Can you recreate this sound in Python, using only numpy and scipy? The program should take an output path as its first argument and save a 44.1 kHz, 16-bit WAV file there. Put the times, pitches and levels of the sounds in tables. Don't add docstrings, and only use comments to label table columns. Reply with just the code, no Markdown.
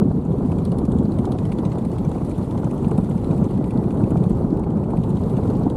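import sys
import numpy as np
from scipy import signal
from scipy.fft import rfft, irfft
from scipy.io import wavfile
from scipy.ndimage import uniform_filter1d

SR = 44100
rng = np.random.default_rng(int(sys.argv[2]) if len(sys.argv) > 2 else 0)


def nominal_scale(level):
    x = np.asarray(level, float) / 20
    return 10 ** x


def int16_out(signal):
    q = np.round(np.clip(np.atleast_2d(signal).T, -1, 1) * 32767)
    wavfile.write(sys.argv[1], SR, q.astype(np.int16))


N = 254016

# (time [s], rate [firings/s])
SPEED = [
    (0, 15.0),
    (1.95, 15.0),
    (2.15, 15.106),
    (3.94, 15.106),
    (4.14, 15.035),
    (5.76, 15.02),
]
# (time [s], lateness [ms])
HUNTING = [(0, -1), (.35, -1.8), (1.2, 1.2), (1.5, .5), (1.9, -2), (2.2, -3.5), (2.55, -4.8), (2.75, -3),
           (2.9, -.8), (3.4, .3), (4.2, .4), (4.9, 1.5), (5.3, 0), (5.76, -1.8)]
# (time [s], strength [dB], brightness [dB])
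BARK = [(0, -70, 0), (.25, -62.5, 2), (.39, -54, -13), (1.1, -56, -1), (2.3, -55, -4), (2.8, -57, 1),
        (3.2, -54.5, -3), (3.8, -53.5, -12), (4.35, -51, -6), (4.44, -63, -7), (4.52, -54.5, -6),
        (4.75, -57.5, -5), (4.97, -50.5, -12), (5.25, -58, 2), (5.76, -55, -7)]
# (time [s], strength [dB], brightness [dB], loudest pitch [Hz])
ODD_FIRINGS = [(0.521, -49.5, -7, 2660), (0.587, -51.5, -5, 2870), (0.654, -47, -3.5, 3730),
               (0.721, -49.5, -3, 3080), (0.787, -50.5, 2, 3260), (0.854, -54.0, 2.5, 2840),
               (0.921, -53.5, 0, 3500), (0.987, -54.5, -1.5, 3380), (1.187, -49, -5, 2900),
               (1.254, -49.5, -3.0, 3340), (1.321, -45.5, -4, 3530), (1.387, -46, -9.5, 2990),
               (1.454, -48.5, -8, 2830), (1.521, -45, -10.5, 2520), (1.587, -46, -12, 3220),
               (1.654, -45, -8, 3250), (1.721, -45.5, -17, 2620), (1.787, -49.5, -5, 2880),
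               (1.854, -51, -2, 2280), (1.921, -53.5, -3, 3280), (1.987, -50.5, -4, 2860),
               (2.054, -53, -1.5, 2490), (2.12, -53, -5, 3100), (2.517, -51, -8, 3200),
               (2.584, -49, -6, 2860), (2.65, -53, 2.5, 2620), (2.716, -51.5, -3.5, 2490),
               (2.848, -49.5, -13, 2340), (2.915, -48.5, -4, 2650), (2.981, -50.5, -1.5, 2740),
               (3.113, -50.5, -9, 2860), (3.246, -50, -8, 3080), (3.312, -50, -9, 2560),
               (3.378, -58.5, 3, 2380), (3.444, -57.5, 2, 2380), (3.51, -52, -9, 2720),
               (3.643, -52, -8, 2460), (3.709, -52.5, -3, 2400), (3.908, -49, -10, 2580),
               (3.974, -54, -8, 3320), (4.04, -54, -3, 2360), (4.106, -52, -2, 2480),
               (4.173, -50, -6, 2940), (4.239, -51.5, -4.5, 3240), (5.038, -51, -7.5, 3350),
               (5.104, -54.5, 0, 3330), (5.171, -50.5, -6.5, 3340), (5.371, -49, -9, 2650),
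               (5.504, -51.5, -8, 3130), (5.703, -51, -4, 3420)]
# (time [s], first [Hz], second [Hz], outlet [Hz])
RINGS = [(0.521, 2540, 3160, 9097), (0.587, 2411, 3466, 7375), (0.654, 3750, 4270, 9100),
         (0.721, 2900, 4270, 8540), (0.787, 4230, 3100, 9840), (0.854, 2422, 4630, 9400),
         (0.921, 3680, 2950, 8171), (0.987, 3400, 2910, 9300), (1.188, 3170, 2000, 8360),
         (1.254, 3180, 3980, 9614), (1.321, 3950, 3300, 8900), (1.387, 2500, 3720, 9237),
         (1.454, 3070, 2180, 5300), (1.521, 2880, 2300, 8451), (1.587, 3520, 2950, 7000),
         (1.654, 2800, 3930, 8279), (1.721, 2099, 4240, 7310), (1.787, 3510, 2411, 7100),
         (1.853, 2153, 4060, 10600), (1.921, 4440, 2920, 9302), (1.987, 3251, 2228, 8344),
         (2.054, 2340, 3359, 6061), (2.12, 2648, 3380, 7224), (2.517, 3430, 2960, 8473),
         (2.583, 3300, 2110, 7202), (2.65, 2454, 3070, 8700), (2.715, 2480, 2045, 9560),
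         (2.848, 2300, 2853, 8451), (2.914, 2850, 2170, 8204), (2.981, 3700, 2570, 7900),
         (3.113, 2928, 2070, 7396), (3.246, 4040, 2140, 9011), (3.312, 2460, 3779, 6370),
         (3.378, 2110, 3760, 8387), (3.444, 2196, 3640, 8800), (3.51, 2870, 2110, 9410),
         (3.643, 2090, 3760, 9200), (3.709, 2476, 3450, 8860), (3.908, 2450, 3500, 8850),
         (3.974, 3219, 3780, 8720), (4.04, 2540, 3570, 8914), (4.108, 2500, 3079, 7084),
         (4.173, 3628, 2380, 6350), (4.239, 2540, 3630, 8882), (5.038, 3811, 2885, 9205),
         (5.104, 4069, 2939, 8764), (5.171, 3122, 3860, 8400), (5.37, 2800, 3460, 6350),
         (5.504, 4274, 3068, 9119), (5.703, 3830, 4470, 9130)]
# (frequency [Hz], width [Hz], level [dB])
STACK = [(2100, 470, -12), (2345, 620, 8), (2990, 1900, -3), (3490, 440, 4.5), (4150, 880, 5.5),
         (4400, 540, 2)]
# (frequency [Hz], width [Hz], level [dB])
OUTLET = [(5350, 350, 2), (6240, 450, -1), (7240, 640, -4), (8460, 870, -7), (9130, 1100, -3.5),
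          (10100, 520, -8.5), (10800, 1000, -6), (12800, 2400, -16)]
# (frequency [Hz], density [dB per Hz])
RATTLE_SPECTRUM = [(900, -7), (1500, -13), (1900, -5), (2500, -9), (3800, -10.5), (4500, -11.5),
                   (5000, -16.5), (5800, -16), (6600, -15.5), (8600, -12), (10000, -14.5), (12000, -19.5),
                   (14000, -25), (16000, -24)]
# (time [s], level [dB])
RATTLE_LEVEL = [(0.0, -60), (0.24, -60), (0.58, -56), (0.87, -58.5), (1.2, -57.5), (1.43, -56.5),
                (2.1, -56), (2.31, -54.5), (3.13, -56), (3.29, -55), (3.64, -57), (4.19, -56), (4.62, -61),
                (4.83, -60), (5.34, -55), (5.47, -54.5), (5.76, -58.5)]
# (time [s], peak [dB], treble against peak [dB])
CLACKS = [(2.0921, -54, 9), (2.295, -43.5, 3), (3.095, -51.5, 10), (3.2276, -60, -30), (4.2954, -51.5, 9.5),
          (4.594, -47, 1), (4.9337, -54, -29), (5.0934, -48, 5), (5.1956, -56, 8), (5.296, -41, -7),
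          (5.476, -41, -40), (5.5523, -40, -21.5), (5.594, -49, 2)]
# (time [s], frequency [Hz], level [dB])
WHINE = [(1.2, 1950, -74), (1.42, 1945, -60), (1.65, 1990, -60), (1.95, 1960, -70), (2.2, 1955, -74),
         (2.4, 1950, -69), (2.7, 1970, -73), (3.0, 1950, -71), (3.3, 1930, -80), (3.5, 1965, -69),
         (3.7, 1970, -58), (3.95, 1955, -70), (4.3, 1945, -76)]
# (time [s], level [dB])
WIND = [(0.0, -14), (0.19, -21), (0.24, -22.5), (0.32, -20.5), (0.95, -18.5), (1.4, -21.5), (2.4, -22),
        (2.75, -21.5), (3.0, -20), (3.1, -21.5), (3.42, -18.5), (3.5, -21), (3.75, -20), (4.2, -18),
        (4.8, -20), (5.1, -20), (5.5, -18), (5.76, -18)]
# (frequency [Hz], density [dB per Hz])
RUMBLE_SPECTRUM = [(12, -54), (20, -17), (113, -1.5), (184, -2.5), (377, -9), (651, -23), (816, -22.5),
                   (985, -25), (1800, -52.5), (2340, -86), (3960, -120)]
# (time [s], peak [dB], frequency [Hz])
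BUFFETS = [(0.024, -7.5, 181), (0.062, -9, 230), (0.087, -8, 208), (0.145, -13, 214), (0.166, -11.5, 183),
           (0.184, -12, 236), (0.29, -12.5, 171), (0.314, -12.5, 158), (0.388, -12, 220), (0.418, -10, 189),
           (0.455, -8, 240), (0.492, -8.5, 160), (0.556, -11.5, 219), (0.583, -12.5, 161),
           (0.627, -16, 190), (0.676, -14, 202), (0.698, -10, 180), (0.72, -11, 159), (0.796, -14.3, 183),
           (0.844, -12.5, 264), (0.89, -6, 194), (0.923, -13.7, 185), (0.96, -6, 209), (1.001, -7.5, 212),
           (1.049, -11.5, 203), (1.085, -10.5, 234), (1.196, -7.5, 195), (1.262, -12.5, 237),
           (1.311, -13, 248), (1.41, -14.5, 194), (1.442, -11.5, 162), (1.48, -15.8, 126),
           (1.542, -14, 205), (1.596, -11.5, 267), (1.664, -10, 161), (1.72, -14, 181), (1.791, -19, 176),
           (1.822, -14.5, 212), (1.869, -9, 212), (1.897, -23, 182), (2.006, -12, 174), (2.079, -9, 159),
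           (2.173, -16, 194), (2.23, -14.5, 148), (2.388, -13, 200), (2.428, -15, 177), (2.567, -14, 193),
           (2.659, -11, 165), (2.828, -13.5, 206), (2.873, -7, 191), (2.911, -13, 148), (2.95, -11, 121),
           (2.988, -5.5, 191), (3.033, -10, 189), (3.105, -14.5, 175), (3.164, -8.5, 187),
           (3.251, -14, 199), (3.311, -7.5, 154), (3.368, -14, 165), (3.397, -9.5, 206),
                (3.425, -6.5, 167), (3.468, -10.5, 230), (3.556, -12.5, 171), (3.573, -10.5, 208),
                (3.596, -10, 228), (3.621, -13, 152), (3.654, -13, 169), (3.698, -16, 226),
                (3.759, -8, 228), (3.787, -7.5, 191), (3.862, -10.5, 168), (3.933, -8.5, 195),
                (3.992, -14.6, 224), (4.038, -4.5, 180), (4.122, -10, 227), (4.15, -12, 187),
                (4.174, -10.5, 155), (4.211, -5.5, 171), (4.271, -6.5, 164), (4.311, -5, 192),
                (4.344, -22, 159), (4.394, -15.5, 204), (4.45, -5.5, 190), (4.506, -13.4, 182),
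                (4.53, -7, 263), (4.567, -12.3, 187), (4.62, -15, 174), (4.696, -15, 222),
                (4.739, -13, 195), (4.759, -14.1, 197), (4.838, -16.5, 168), (4.894, -14.5, 207),
                (4.914, -13, 184), (4.986, -8, 168), (5.004, -11, 180), (5.056, -14, 165),
                (5.109, -8.5, 157), (5.143, -8.5, 177), (5.179, -15.5, 159), (5.227, -13, 200),
                (5.268, -12.5, 230), (5.307, -17, 170), (5.344, -10, 177), (5.376, -11.5, 234),
                (5.42, -25, 226), (5.466, -18, 179), (5.494, -7, 220), (5.561, -8, 227), (5.591, -22, 220),
                (5.613, -12, 255), (5.67, -6.5, 265), (5.715, -14.5, 231)]
# (peak [dB], frequency [Hz], decay [s])
FIRST_SWING = (-12.5, 112, 0.0028)
# (time [s], depth [dB])
LULLS = [(0.039, -6.5), (0.127, -7), (0.241, -4), (0.368, -5.4), (0.649, -3), (0.87, -10), (0.934, 0),
         (1.072, -7.7), (1.455, 0), (1.617, -3.5), (1.807, -3), (1.977, -1), (2.13, -5), (2.197, -7.5),
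         (2.349, -6.5), (2.459, -9), (2.9, 0.5), (3.021, -7), (3.081, -3), (3.485, -14), (3.713, -4),
         (3.841, -5), (3.897, -6), (4.094, -8), (4.246, -10), (4.29, -15), (4.486, -4), (4.65, -8),
         (4.848, -7.0), (5.022, -6), (5.196, -10), (5.293, -5.8), (5.695, -8.5), (5.745, -6.5)]
# (time [s], peak [dB], frequency [Hz])
FLAPS = [(0.017, -20, 840), (0.075, -32, 670), (0.113, -32, 677), (0.148, -32, 775), (0.43, -27, 671),
         (0.528, -23, 628), (0.592, -35, 670), (0.722, -25.5, 758), (0.744, -31, 707), (0.803, -30.5, 655),
         (0.882, -25, 672), (1.099, -25, 710), (1.186, -25, 678), (1.241, -27, 712), (1.275, -23, 680),
         (1.309, -26, 669), (1.354, -28.3, 754), (1.452, -30, 679), (2.017, -29.0, 818), (2.117, -23, 712),
         (2.555, -31, 668), (2.634, -27, 814), (2.672, -25, 766), (2.744, -30, 708), (2.918, -23, 807),
         (2.953, -28, 701), (2.986, -20.5, 788), (3.036, -28, 699), (3.111, -23, 746), (3.305, -26, 693),
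         (3.332, -25, 729), (3.413, -38, 726), (3.613, -21, 674), (3.761, -26, 699), (3.918, -37, 642),
         (3.974, -29, 676), (4.009, -22.5, 726), (4.042, -33, 689), (4.122, -21.5, 699), (4.158, -24, 763),
         (4.244, -21, 733), (4.307, -35, 731), (4.357, -38, 744), (4.412, -28, 717), (4.445, -26, 705),
         (4.534, -25.9, 690), (4.594, -33, 750), (4.669, -27.3, 725), (4.727, -31, 720), (4.76, -24, 665),
         (4.835, -40, 704), (4.893, -28.7, 710), (4.936, -20, 868), (4.979, -23.5, 693),
         (5.342, -21.5, 696), (5.386, -22, 725), (5.452, -16, 722), (5.502, -20, 835), (5.614, -18, 689),
         (5.666, -23, 805)]
# (frequency [Hz], density [dB per Hz])
GRILLE_SPECTRUM = [(80, -35.0), (300, 12.5), (600, 7.5), (1100, -6.0), (1500, -13.0), (2200, -61.0),
                   (4000, -83)]


def exhaust():
    s, strength_db, bright_db, low_hz, high_hz = firings()
    s = s + lateness(s) - 0.0034 + 0.0003 * rng.standard_normal(len(s))
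    low = puffs(s, strength_db + 12.0, low_hz, STACK, lean_db=40, rise=0.0022, fall=0.003)
    high = puffs(s, strength_db + bright_db + 18, high_hz, OUTLET, lean_db=19.5, rise=0.0022, fall=0.0025)
    thud = rng.standard_normal(N) * bursts(s, strength_db + 20, rise=0.003, fall=0.0054)
    thud = resonance(thud, hz=1095, width=505)
    tail = coloured(rng.standard_normal(N), RATTLE_SPECTRUM)
    tail = tail * bursts(s, strength_db + 6.0, rise=0.0085, fall=0.0081)
    return low + high + thud + band_pass(tail, 1900, 11500, order=3)


def firings():
    first_firing_s = 0.054
    turns = np.cumsum(in_time(SPEED)[0]) / SR - first_firing_s * SPEED[0][1]
    at = np.searchsorted(turns, np.arange(int(turns[-1]) + 1))
    chance = np.clip(rng.standard_normal((len(at), 4)).T, -1.5, 1.5)
    uneven_db = [[1.2], [2.0]]
    strength_db, bright_db = np.array(in_time(BARK))[:, at] + uneven_db * chance[:2]
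    low_hz = 3130 * 2 ** (0.31 * chance[2])
    high_hz = 8240 * 2 ** (0.18 * chance[3])
    odd_s, *odd = np.transpose(ODD_FIRINGS)
    which = np.round(turns[(odd_s * SR).astype(int)]).astype(int)
    strength_db[which], bright_db[which], low_hz[which] = odd
    return at / SR, strength_db, bright_db, low_hz, high_hz


def lateness(s):
    return np.interp(s, *np.transpose(HUNTING)) / 1000


def puffs(s, level_db, loudest_hz, modes, lean_db, rise, fall):
    valve_db, valve_lead_s = -15.0, 0.005
    out, chance = 0, rng.standard_normal((len(s), len(modes)))
    for k, (hz, width, mode_db) in enumerate(modes):
        lean = np.minimum(lean_db * np.abs(np.log2(hz / loudest_hz)), 14.0)
        mode_level_db = level_db + mode_db - lean + 3.2 * np.clip(chance[:, k], -2, 1.3)
        gate = bursts(s, mode_level_db, rise, fall)
        valve = bursts(s - valve_lead_s, mode_level_db, rise=0.0006, fall=0.0011)
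        gate = gate + nominal_scale(valve_db) * valve
        out = out + gate * evened(resonance(rng.standard_normal(N), hz, width), 0.004)
    return out


def rings(rise, fall):
    out, t = np.zeros(N + SR), np.arange(SR // 25) / SR
    shape = (1 - np.exp(-t / rise)) ** 2 * np.exp(-t / fall)
    shape = shape / shape.max()
    phases = rng.random((len(RINGS), 3))
    for (s, *pitches), (_, strength_db, bright_db, _), turns in zip(RINGS, ODD_FIRINGS, phases):
        at = int((s + lateness(s) - 0.0036) * SR)
        for hz, share_db, turn in zip(pitches, [0, -2, bright_db + 1], turns):
            tone = np.sin(2 * np.pi * (hz * t + turn))
            out[at:at + len(t)] += nominal_scale(strength_db - 1 + share_db) * shape * tone
    return out[:N]


def rattle():
    white = [coloured(rng.standard_normal(N), RATTLE_SPECTRUM) for _ in range(2)]
    out, edges = 0, 1200 * 2 ** np.arange(0, 4, 1 / 3)
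    shared_db = 1.0 * drift(45)
    for k, (lo_hz, hi_hz) in enumerate(zip(edges, edges[1:])):
        band = band_pass(white[k % 2], lo_hz, hi_hz, order=2)
        ticks = rng.random(N) < 15 / SR
        ticks = ticks * nominal_scale(3.0 * np.minimum(rng.exponential(1, N), 2.2))
        grain = 1 + 0.5 * signal.lfilter([1], np.poly([0.992, 0.992]), ticks) / 46
        out = out + band * grain * nominal_scale(shared_db + 0.28 * drift(18) + 0.57 * drift(4))
    return nominal_scale(in_time(RATTLE_LEVEL)[0] - 2.0) * rms_one(out)


def clacks():
    s, peak_db, treble_db = np.transpose(CLACKS)
    noise = rng.standard_normal((2, N))
    low = noise[0] * bursts(s - 0.0015, peak_db - 2.0, rise=0.0025, fall=0.0027)
    high = noise[1] * bursts(s - 0.0015, peak_db + treble_db - 0.5, rise=0.002, fall=0.0037)
    return resonance(low, hz=3200, width=2600) + resonance(high, hz=8600, width=4000)


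def whine():
    hz, level_db = in_time(WHINE)
    t = np.arange(N) / SR
    fade_in = np.clip((t - WHINE[0][0]) / 0.25, 0, 1)
    fade_out = np.clip((WHINE[-1][0] - t) / 0.3, 0, 1)
    level = np.sqrt(2) * fade_in * fade_out * nominal_scale(level_db - 5.0 + 3.0 * drift(12))
    return level * np.sin(2 * np.pi * np.cumsum(hz + 12 * drift(23.6)) / SR)


def eddies(table, cycles, level_db):
    out = np.zeros(N + 2 * SR)
    for (s, peak_db, hz), turn in zip(table, rng.random(len(table))):
        t = np.arange(int(cycles / hz * SR)) / SR
        at = SR + int(s * SR) - len(t) // 2
        swing = np.hanning(len(t)) * np.sin(2 * np.pi * (hz * t + turn))
        out[at:at + len(t)] += nominal_scale(peak_db + level_db) * swing
    return out[SR:SR + N]


def first_swing(peak_db, hz, fall):
    t = np.arange(N) / SR
    return nominal_scale(peak_db) * np.exp(-t / fall) * np.cos(2 * np.pi * hz * t)


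def flaps(per_s):
    weak_s = np.flatnonzero(rng.random(N) < per_s / SR) / SR
    weak_db = -46 + 3.93 * np.minimum(rng.exponential(1, len(weak_s)), 3.0)
    s, peak_db, _ = np.transpose(FLAPS)
    gate = bursts(weak_s, weak_db, rise=0.003, fall=0.003)
    gate = gate + bursts(s - 0.005, peak_db - 5.0, rise=0.003, fall=0.006)
    noise = rms_one(coloured(rng.standard_normal(N), GRILLE_SPECTRUM))
    flutter = gate * evened(noise, 0.0074)
    return signal.sosfilt(signal.butter(3, 1750, fs=SR, output="sos"), flutter)


def wind(wind_db):
    white = [coloured(rng.standard_normal(N), RUMBLE_SPECTRUM) for _ in range(2)]
    shared_db = 2.0 * drift(14) + 1.5 * drift(60)
    edges = 34 * 2 ** np.arange(0, 6.5, 0.5)
    low, high = 0, 0
    for k, (lo_hz, hi_hz) in enumerate(zip(edges, edges[1:])):
        band = band_pass(white[k % 2], lo_hz, hi_hz, order=2)
        band = band * nominal_scale(0.6 * shared_db + 0.83 * drift(22.0))
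        if hi_hz < 560:
            low = low + band
        else:
            high = high + band
    low = (low + evened(low, 0.03)) / 2
    rumble_db = wind_db - 1
    rush_db = -38 - 0.6 + 0.49 * np.arange(N) / SR + 0.37 * (wind_db - wind_db.mean())
    return nominal_scale(rumble_db) * rms_one(low) + nominal_scale(rush_db) * rms_one(high)


def dips(times, depth_db, span_s):
    marks = np.zeros(N)
    marks[(np.asarray(times) * SR).astype(int)] = depth_db
    return nominal_scale(signal.oaconvolve(marks, np.hanning(int(span_s * SR)), "same"))


def bursts(times, level_db, rise, fall):
    marks = np.zeros(N)
    marks[np.clip((np.asarray(times) * SR).astype(int), 0, N - 1)] = nominal_scale(level_db)
    t = np.arange(SR // 10) / SR
    shape = (1 - np.exp(-t / rise)) ** 2 * np.exp(-t / fall)
    return signal.oaconvolve(marks, shape / shape.max())[:N]


def resonance(x, hz, width):
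    r = np.exp(-np.pi * width / SR)
    section = [(1 - r * r) / 2, 0, (r * r - 1) / 2, 1, -2 * r * np.cos(2 * np.pi * hz / SR), r * r]
    return signal.sosfilt([section, section], x)


def band_pass(x, lo_hz, hi_hz, order):
    return signal.sosfilt(signal.butter(order, [lo_hz, hi_hz], "band", fs=SR, output="sos"), x)


def coloured(x, spectrum):
    hz, level_db = np.transpose(spectrum)
    grid = np.log(np.fft.rfftfreq(N, 1 / SR) + 1)
    return irfft(rfft(x) * nominal_scale(np.interp(grid, np.log(hz), level_db, right=-90)), N)


def evened(x, span_s):
    power = uniform_filter1d(x ** 2, int(span_s * SR))
    return x * np.std(x) / np.sqrt(power + 1e-3 * np.var(x))


def drift(rate):
    r = np.exp(-2 * np.pi * rate / SR)
    return rms_one(signal.lfilter([1], [1, -2 * r, r * r], rng.standard_normal(N + SR))[SR:])


def rms_one(x):
    return x / np.sqrt(np.mean(x ** 2) + 1e-20)


def in_time(rows):
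    s, *columns = np.transpose(rows)
    return [np.interp(np.arange(N) / SR, s, c) for c in columns]


def thinned(x):
    from_hz = 4700
    hz, _, cells = signal.stft(x, SR, nperseg=1024)
    chance = uniform_filter1d(rng.standard_normal(cells.shape), size=4, axis=-1)
    chance = uniform_filter1d(chance, size=6, axis=-2)
    level = np.log(uniform_filter1d(np.abs(cells) ** 2, size=20, axis=-2) + 1e-20)
    share = 0.075 * np.log2((hz + 1) / from_hz) ** 3 + 0.1 * (hz < 7000) + 0.4 * (hz > 15300)
    share = (np.clip(share + 0.02, 0, 0.8) * (hz > from_hz))[:, None]
    rank = np.argsort(np.argsort(chance + 0.12 * level, axis=-1), axis=-1) / cells.shape[-1]
    cells = cells * np.where(rank < share, nominal_scale(-30.0), 1)
    return signal.istft(cells, SR, nperseg=1024)[1][..., :N]


def scene():
    machine = exhaust() + rings(rise=0.0014, fall=0.004) + rattle() + clacks() + whine()
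    strong = BUFFETS
    lull_s, depth_db = np.transpose(LULLS)
    calm = dips(lull_s, 0.7 * depth_db, span_s=0.026)
    giving_way = dips([row[0] for row in strong], -2.5, span_s=0.014)
    air = wind(*in_time(WIND)) * calm * giving_way + first_swing(*FIRST_SWING)
    air = air + eddies(strong, cycles=3.59, level_db=-1.0) + calm * flaps(per_s=130)
    air = air + eddies(FLAPS, cycles=6.0, level_db=-7.0)
    return (machine + air)[None, :]


def roll_off(x):
    return signal.sosfilt(signal.butter(12, 15820, fs=SR, output="sos"), x)


def record(dry):
    rounded = 1.5 * np.tanh(dry / 1.5)
    return roll_off(thinned(rounded))


dry = scene()
out = record(dry)
int16_out(out)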